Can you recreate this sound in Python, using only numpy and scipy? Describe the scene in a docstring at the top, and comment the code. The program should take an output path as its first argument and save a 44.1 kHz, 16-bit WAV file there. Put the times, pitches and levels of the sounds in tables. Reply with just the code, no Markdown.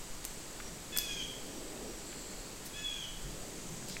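"""Bird screams over a climber in a wood

A bird, probably a hawk or a jay, gives two drawn-out falling screams: hoarse harmonic tones that
echo off the trunks. Insects hiss and trill in narrow noise bands over a steady wash of air. Close by,
a climber's metal buckle clinks on a climbing stick, gear ticks on bark, a strap slides, clothes rustle."""
import sys
import numpy as np
from scipy import signal
from scipy.fft import rfft, irfft
from scipy.io import wavfile

SR = 44100
rng = np.random.default_rng(int(sys.argv[2]) if len(sys.argv) > 2 else 0)


def digitize_waveform(pressure):
    """Quantize a signal to 16-bit integers and store it at the path in sys.argv[1].

    Rows of a 2-D input are taken as channels; values are limited to [-1, 1].
    """
    field = np.atleast_2d(pressure).T
    bounded = np.clip(field, -1, 1)
    quanta = np.round(bounded * 32767).astype(np.int16)
    wavfile.write(sys.argv[1], SR, quanta)


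N = 176400
T = np.arange(N) / SR

# air spectrum: f/Hz, relative density/dB
AIR_SPECTRUM = [(12, 4), (20, -7.5), (28, 4.5), (38, -1.5), (55, -15), (90, -11.5), (170, -12), (300, -13),
                (500, -17.5), (1000, -19), (1400, -21), (2600, -22), (5300, -23.5), (6500, -21),
                (7700, -20.5), (10000, -28.5), (13000, -31), (16000, -35)]
# faint left-right noise: f/Hz, side re middle/dB
SIDE_NOISE = [(25, -28), (70, -12), (250, -22.5), (600, -17), (2000, -38.5), (4000, -44.5), (8000, -36.5),
              (13000, -6.5)]
# rustle envelope: t/s, level/dB
RUSTLE_ENVELOPE = [(0, -62), (0.7, -54), (1.1, -54.5), (1.35, -51.5), (1.5, -49.5), (1.68, -49.5),
                   (1.87, -45.5), (1.98, -53.5), (2.35, -54), (2.7, -58), (3.2, -66.5), (3.28, -51.5),
                   (3.48, -50.5), (3.65, -54.5), (4, -53)]
# rumble envelope: t/s, level/dB
RUMBLE_ENVELOPE = [(0, -71.5), (1.2, -57), (2.2, -68), (3.2, -63), (3.28, -55), (3.5, -58), (3.68, -48),
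                   (4, -53.5)]
# steady insects: f/Hz, width/oct, level/dB
CHORUS_BANDS = [(4665, 0.069, -63.5), (6130, 0.0034, -68), (6920, 0.0056, -65), (7840, 0.058, -58)]
# chirps of one insect: t/s, length/s, level/dB
INSECT_CHIRPS = [(-0.08, 0.14, -63), (0.28, 0.14, -64), (0.572, 0.23, -57), (1.47, 0.16, -61),
                 (1.8, 0.26, -59)]
# trills: t/s, length/s, f/Hz, width/oct, level/dB
INSECT_TRILLS = [(1.89, 0.66, 7550, 0.048, -53), (1.92, 0.71, 4320, 0.051, -60),
                 (3.198, 0.94, 7000, 0.17, -54.5)]
# buckle hits: t/s, relative level/dB, crack tilt/(dB/oct), ring gain/dB, most excited f/Hz
BUCKLE_HITS = [(0.2437, -19, -2, -2, 8500), (0.2510, -9.5, -0.5, 4, 7100), (0.964, -13.5, -7.5, 4, 8500),
               (0.9661, -13, -6, -5, 8500), (0.9731, -8, 9, -2, 8700), (0.9748, -2, 8, -6, 8660),
               (0.9858, -0.5, 3, 1.5, 4900), (3.8852, -18.5, 1, 2, 7400), (3.8897, -24, 3, -4, 10900),
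               (3.8984, -20, 0, 3, 4760)]
# contact noise of a hit: f/Hz, relative level/dB
CRACK_SPECTRUM = [(200, -42), (1000, -9), (2000, -1), (3800, -4.5), (5000, 0), (9000, -0.5), (10500, -12.5),
                  (13000, 0), (16000, -13)]
# buckle and stick modes: f/Hz, relative level/dB, t60/s
METAL_MODES = [(4530, -26, 0.02), (4897, -22.5, 0.021), (6200, -30, 0.14), (7420, -24, 0.037),
               (7270, -21.5, 0.016), (8635, -19.5, .018), (10000, -26, 0.052), (12240, -22.5, 0.06),
               (12000, -25, 0.0078)]
# echo decay: f/Hz, t60/s
WOOD_T60 = [(300, 0.5), (1700, 0.55), (2400, 0.78), (3300, 0.95), (7000, 1.02), (15000, 0.17)]
# body bumps: t/s, relative level/dB, f/Hz
BODY_BUMPS = [(0.30, -55, 169), (0.701, -49.5, 169), (2.29, -48.5, 184), (3.236, -40.5, 39.5),
              (3.246, -47, 141.4)]
# gear on bark: t/s, relative level/dB, f/Hz, decay/s
BARK_TICKS = [(0.601, -22, 1700, .005), (1.336, -30, 1900, .003), (1.775, -30, 2200, .003),
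              (2.128, -28, 2000, .004), (2.335, -30, 2000, .002), (3.825, -29, 1600, .003),
              (3.9675, -17, 2400, .0016)]
# one curve per scream: t/s, pitch/Hz, effort/dB, whistling harmonic gain/dB
SCREAM_CURVES = [
    [(0.918, 859, -47.5, 0.5), (0.965, 855, -40.5, 1.5), (1.035, 838, -44, -11), (1.075, 828.4, -44, -4.5),
     (1.115, 815.4, -41, 2.5), (1.16, 814, -46, -2), (1.205, 788, -40, 2), (1.232, 738, -42, 5)],
    [(2.733, 830, -55, 8), (2.77, 852.7, -42.5, -10), (2.815, 854, -45, -8.5), (2.86, 842, -47, 7),
     (2.94, 814, -47.5, 1), (3.01, 797.5, -47.5, -1), (3.04, 757, -49.5, 5), (3.075, 730, -52, 8)],
]
# bird voice: harmonic number, relative onset level/dB, change over the scream/dB
VOICE_HARMONICS = [(2, -14.5, -6), (3, -8, -5), (4, 1, -4.5), (5, -20, -18), (6, -15, -8), (7, -18.5, 1),
                   (8, -14, 3)]
# strap slides: t/s, length/s, level/dB, f/Hz, width/oct
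STRAP_SLIDES = [(2.644, 0.04, -44, 7140, 1), (3.854, 0.13, -48, 4300, 0.31)]


def amp(db):
    """Decibels to gain."""
    return 10 ** (np.asarray(db) / 20)


def unit(x):
    """Scale to rms 1."""
    return x / np.sqrt(np.mean(x ** 2) + 1e-20)


def read(points, hz):
    """Interpolate over log frequency."""
    f, value = np.transpose(points)
    return np.interp(np.log(hz + 1), np.log(f + 1), value)


def add(mix, start_s, sound):
    """Mix a sound in at start_s."""
    part = mix[max(round(start_s * SR), 0):][:len(sound)]
    part += sound[:len(part)]


def colour(x, gain):
    """Filter by gain(f/Hz)."""
    return irfft(rfft(x) * gain(np.fft.rfftfreq(len(x), 1 / SR)), len(x))


def noise(gain, n=N):
    """Noise shaped by gain(f/Hz), rms 1."""
    return unit(colour(rng.standard_normal(n), gain))


def band(hz, width_oct):
    """Bell-shaped noise band."""
    return noise(lambda f: np.exp(-(np.log2((f + 1) / hz) / width_oct / 2) ** 2))


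def drift(rate_hz):
    """Low-passed random movement."""
    return noise(lambda f: np.exp(-(f / rate_hz) ** 2))


def swell(start_s, length_s):
    """Half-sine envelope."""
    return np.sin(np.pi * np.clip((T - start_s) / length_s, 0, 1))


def air(level_db=-46.15):
    """Even wash of leaves and far insects over a deep rumble."""
    return amp(level_db) * noise(lambda f: amp(read(AIR_SPECTRUM, f)))


def rustle():
    """Dull noise and low rumble that come and go as the climber moves."""
    cloth = band(hz=319, width_oct=0.53) * amp(np.interp(T, *np.transpose(RUSTLE_ENVELOPE)))
    rumble = band(hz=158, width_oct=0.29) * amp(np.interp(T, *np.transpose(RUMBLE_ENVELOPE)))
    return cloth + rumble


def trill(start_s, length_s, hz, width_oct, db, pulse_hz=53.2, depth=0.25):
    """One insect call: a swell of pulsing narrow-band noise."""
    pulses = 1 + depth * np.sin(2 * np.pi * (pulse_hz * T + rng.random()))
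    return amp(db) * band(hz, width_oct) * swell(start_s, length_s) * pulses


def insects(chirp_hz=5674, chirp_oct=0.004, waver_db=0.85, waver_hz=2.1):
    """A wavering chorus; chirps and trills swell out of it."""
    chorus = sum(band(hz, width) * amp(db + waver_db * drift(waver_hz)) for hz, width, db in CHORUS_BANDS)
    chirps = sum(trill(s, length_s, chirp_hz, chirp_oct, db) for s, length_s, db in INSECT_CHIRPS)
    return chorus + chirps + sum(trill(*row) for row in INSECT_TRILLS)


def clinks(crack_s=0.0007, rattle_s=0.012, rattle_db=-23, ring_oct=0.12, other_modes_db=-8):
    """Metal on metal: a sharp crack, a brief rattle and short modes that depend on the spot struck."""
    out, t = np.zeros(N), T[:SR // 4]
    envelope = np.exp(-t / crack_s) + amp(rattle_db) * np.exp(-t / rattle_s)
    for start_s, db, tilt, ring_db, ring_hz in BUCKLE_HITS:
        crack = noise(lambda f: amp(read(CRACK_SPECTRUM, f) + tilt * np.log2((f + 500) / 8000)), len(t))
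        ring = 0
        for hz, mode_db, t60_s in METAL_MODES:
            away = min(abs(np.log2(hz / ring_hz)) / ring_oct, 1)
            level_db = mode_db + ring_db + other_modes_db * away - 60 * t / t60_s
            ring += amp(level_db) * np.sin(2 * np.pi * (hz * t + rng.random()))
        add(out, start_s, amp(db) * (0.14 * crack * envelope + 0.5 * ring))
    return out


def wood_echo(x, echoes_per_s=2000, build_s=0.0088):
    """Scattered echoes from trunks, each band dying at its own rate."""
    taps = rng.standard_normal(SR) * (rng.random(SR) < echoes_per_s / SR)
    hz, t, spectra = signal.stft(taps, SR, nperseg=256)
    envelope = amp(-60 * t / read(WOOD_T60, hz)[:, None]) * (1 - np.exp(-t / build_s))
    tail = signal.istft(spectra * envelope, SR, nperseg=256)[1]
    voice_band = abs(rfft(tail, SR))[3000:3500]  # 1 Hz bins
    return signal.fftconvolve(x, tail / np.sqrt(np.mean(voice_band ** 2)))[:N]


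def bumps(decay_s=0.038):
    """Soft bumps of the body: damped low sines."""
    out, t = np.zeros(N), T[:SR // 4]
    envelope = 2 * (1 - np.exp(-4 * t / decay_s)) * np.exp(-t / decay_s)
    for start_s, db, hz in BODY_BUMPS:
        add(out, start_s, amp(db) * np.sin(2 * np.pi * hz * t) * envelope)
    return out


def ticks(width_oct=0.36, rise_s=0.00022):
    """Gear taps bark: short, dull noise bursts."""
    out, t = np.zeros(N), T[:SR // 4]
    for start_s, db, hz, decay_s in BARK_TICKS:
        envelope = np.minimum(t / rise_s, 1) * np.exp(-t / decay_s)
        add(out, start_s, 0.18 * amp(db) * band(hz, width_oct)[:len(t)] * envelope)
    return out


def screams(rise_s=0.012, release_s=0.02, jitter_hz=199, hoarse_db=-14.5, whistle_harmonic=4):
    """Hoarse harmonic voice with one whistling partial; it sags, roughens and drops at the end."""
    out = np.zeros(N)
    for curve in SCREAM_CURVES:
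        times_s, *columns = np.transpose(curve)
        start_s, length_s = times_s[0], times_s[-1] - times_s[0]
        t = np.arange(0, length_s, 1 / SR)
        progress = t / length_s
        pitch_hz, effort_db, whistle_db = (np.interp(t + start_s, times_s, col) for col in columns)
        jitter = (0.0036 + 0.0054 * progress) * drift(jitter_hz)[:len(t)]
        phase = 2 * np.pi * np.cumsum(pitch_hz * (1 + jitter)) / SR
        voice = amp(hoarse_db) * band(hz=2750, width_oct=0.29)[:len(t)]
        for k, onset_db, change_db in VOICE_HARMONICS:
            level_db = onset_db + change_db * progress + whistle_db * (k == whistle_harmonic)
            voice += amp(level_db) * np.sqrt(2) * np.sin(k * phase)
        gate = np.clip(t / rise_s, 0, 1) * np.clip((length_s - t) / release_s, 0, 1)
        add(out, start_s, voice * gate * amp(effort_db))
    return out


def slides():
    """A strap slides: brief swells of hiss."""
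    return sum(amp(db) * band(hz, width_oct) * swell(start_s, length_s) ** 2
               for start_s, length_s, db, hz, width_oct in STRAP_SLIDES)


def scene(bird_dry_db=-0.5, bird_echo_db=0.5, gear_echo_db=-6):
    """Far bird with strong echo, near gear with less; near mono, with a faint stereo noise."""
    bird = screams()
    gear = clinks() + bumps() + ticks() + slides()
    middle = air() + rustle() + insects()
    middle += gear + amp(gear_echo_db) * wood_echo(gear)
    middle += amp(bird_dry_db) * bird + amp(bird_echo_db) * wood_echo(bird)
    side = colour(air(), lambda f: amp(read(SIDE_NOISE, f)))
    return np.array([middle + side, middle - side])


def record(dry):
    """Steep low-pass."""
    edge_hz = 15950
    lowpass = signal.firwin(511, edge_hz, window=("kaiser", 9), fs=SR)
    return signal.oaconvolve(dry, lowpass[None], "same")


dry = scene()
out = record(dry)
digitize_waveform(out)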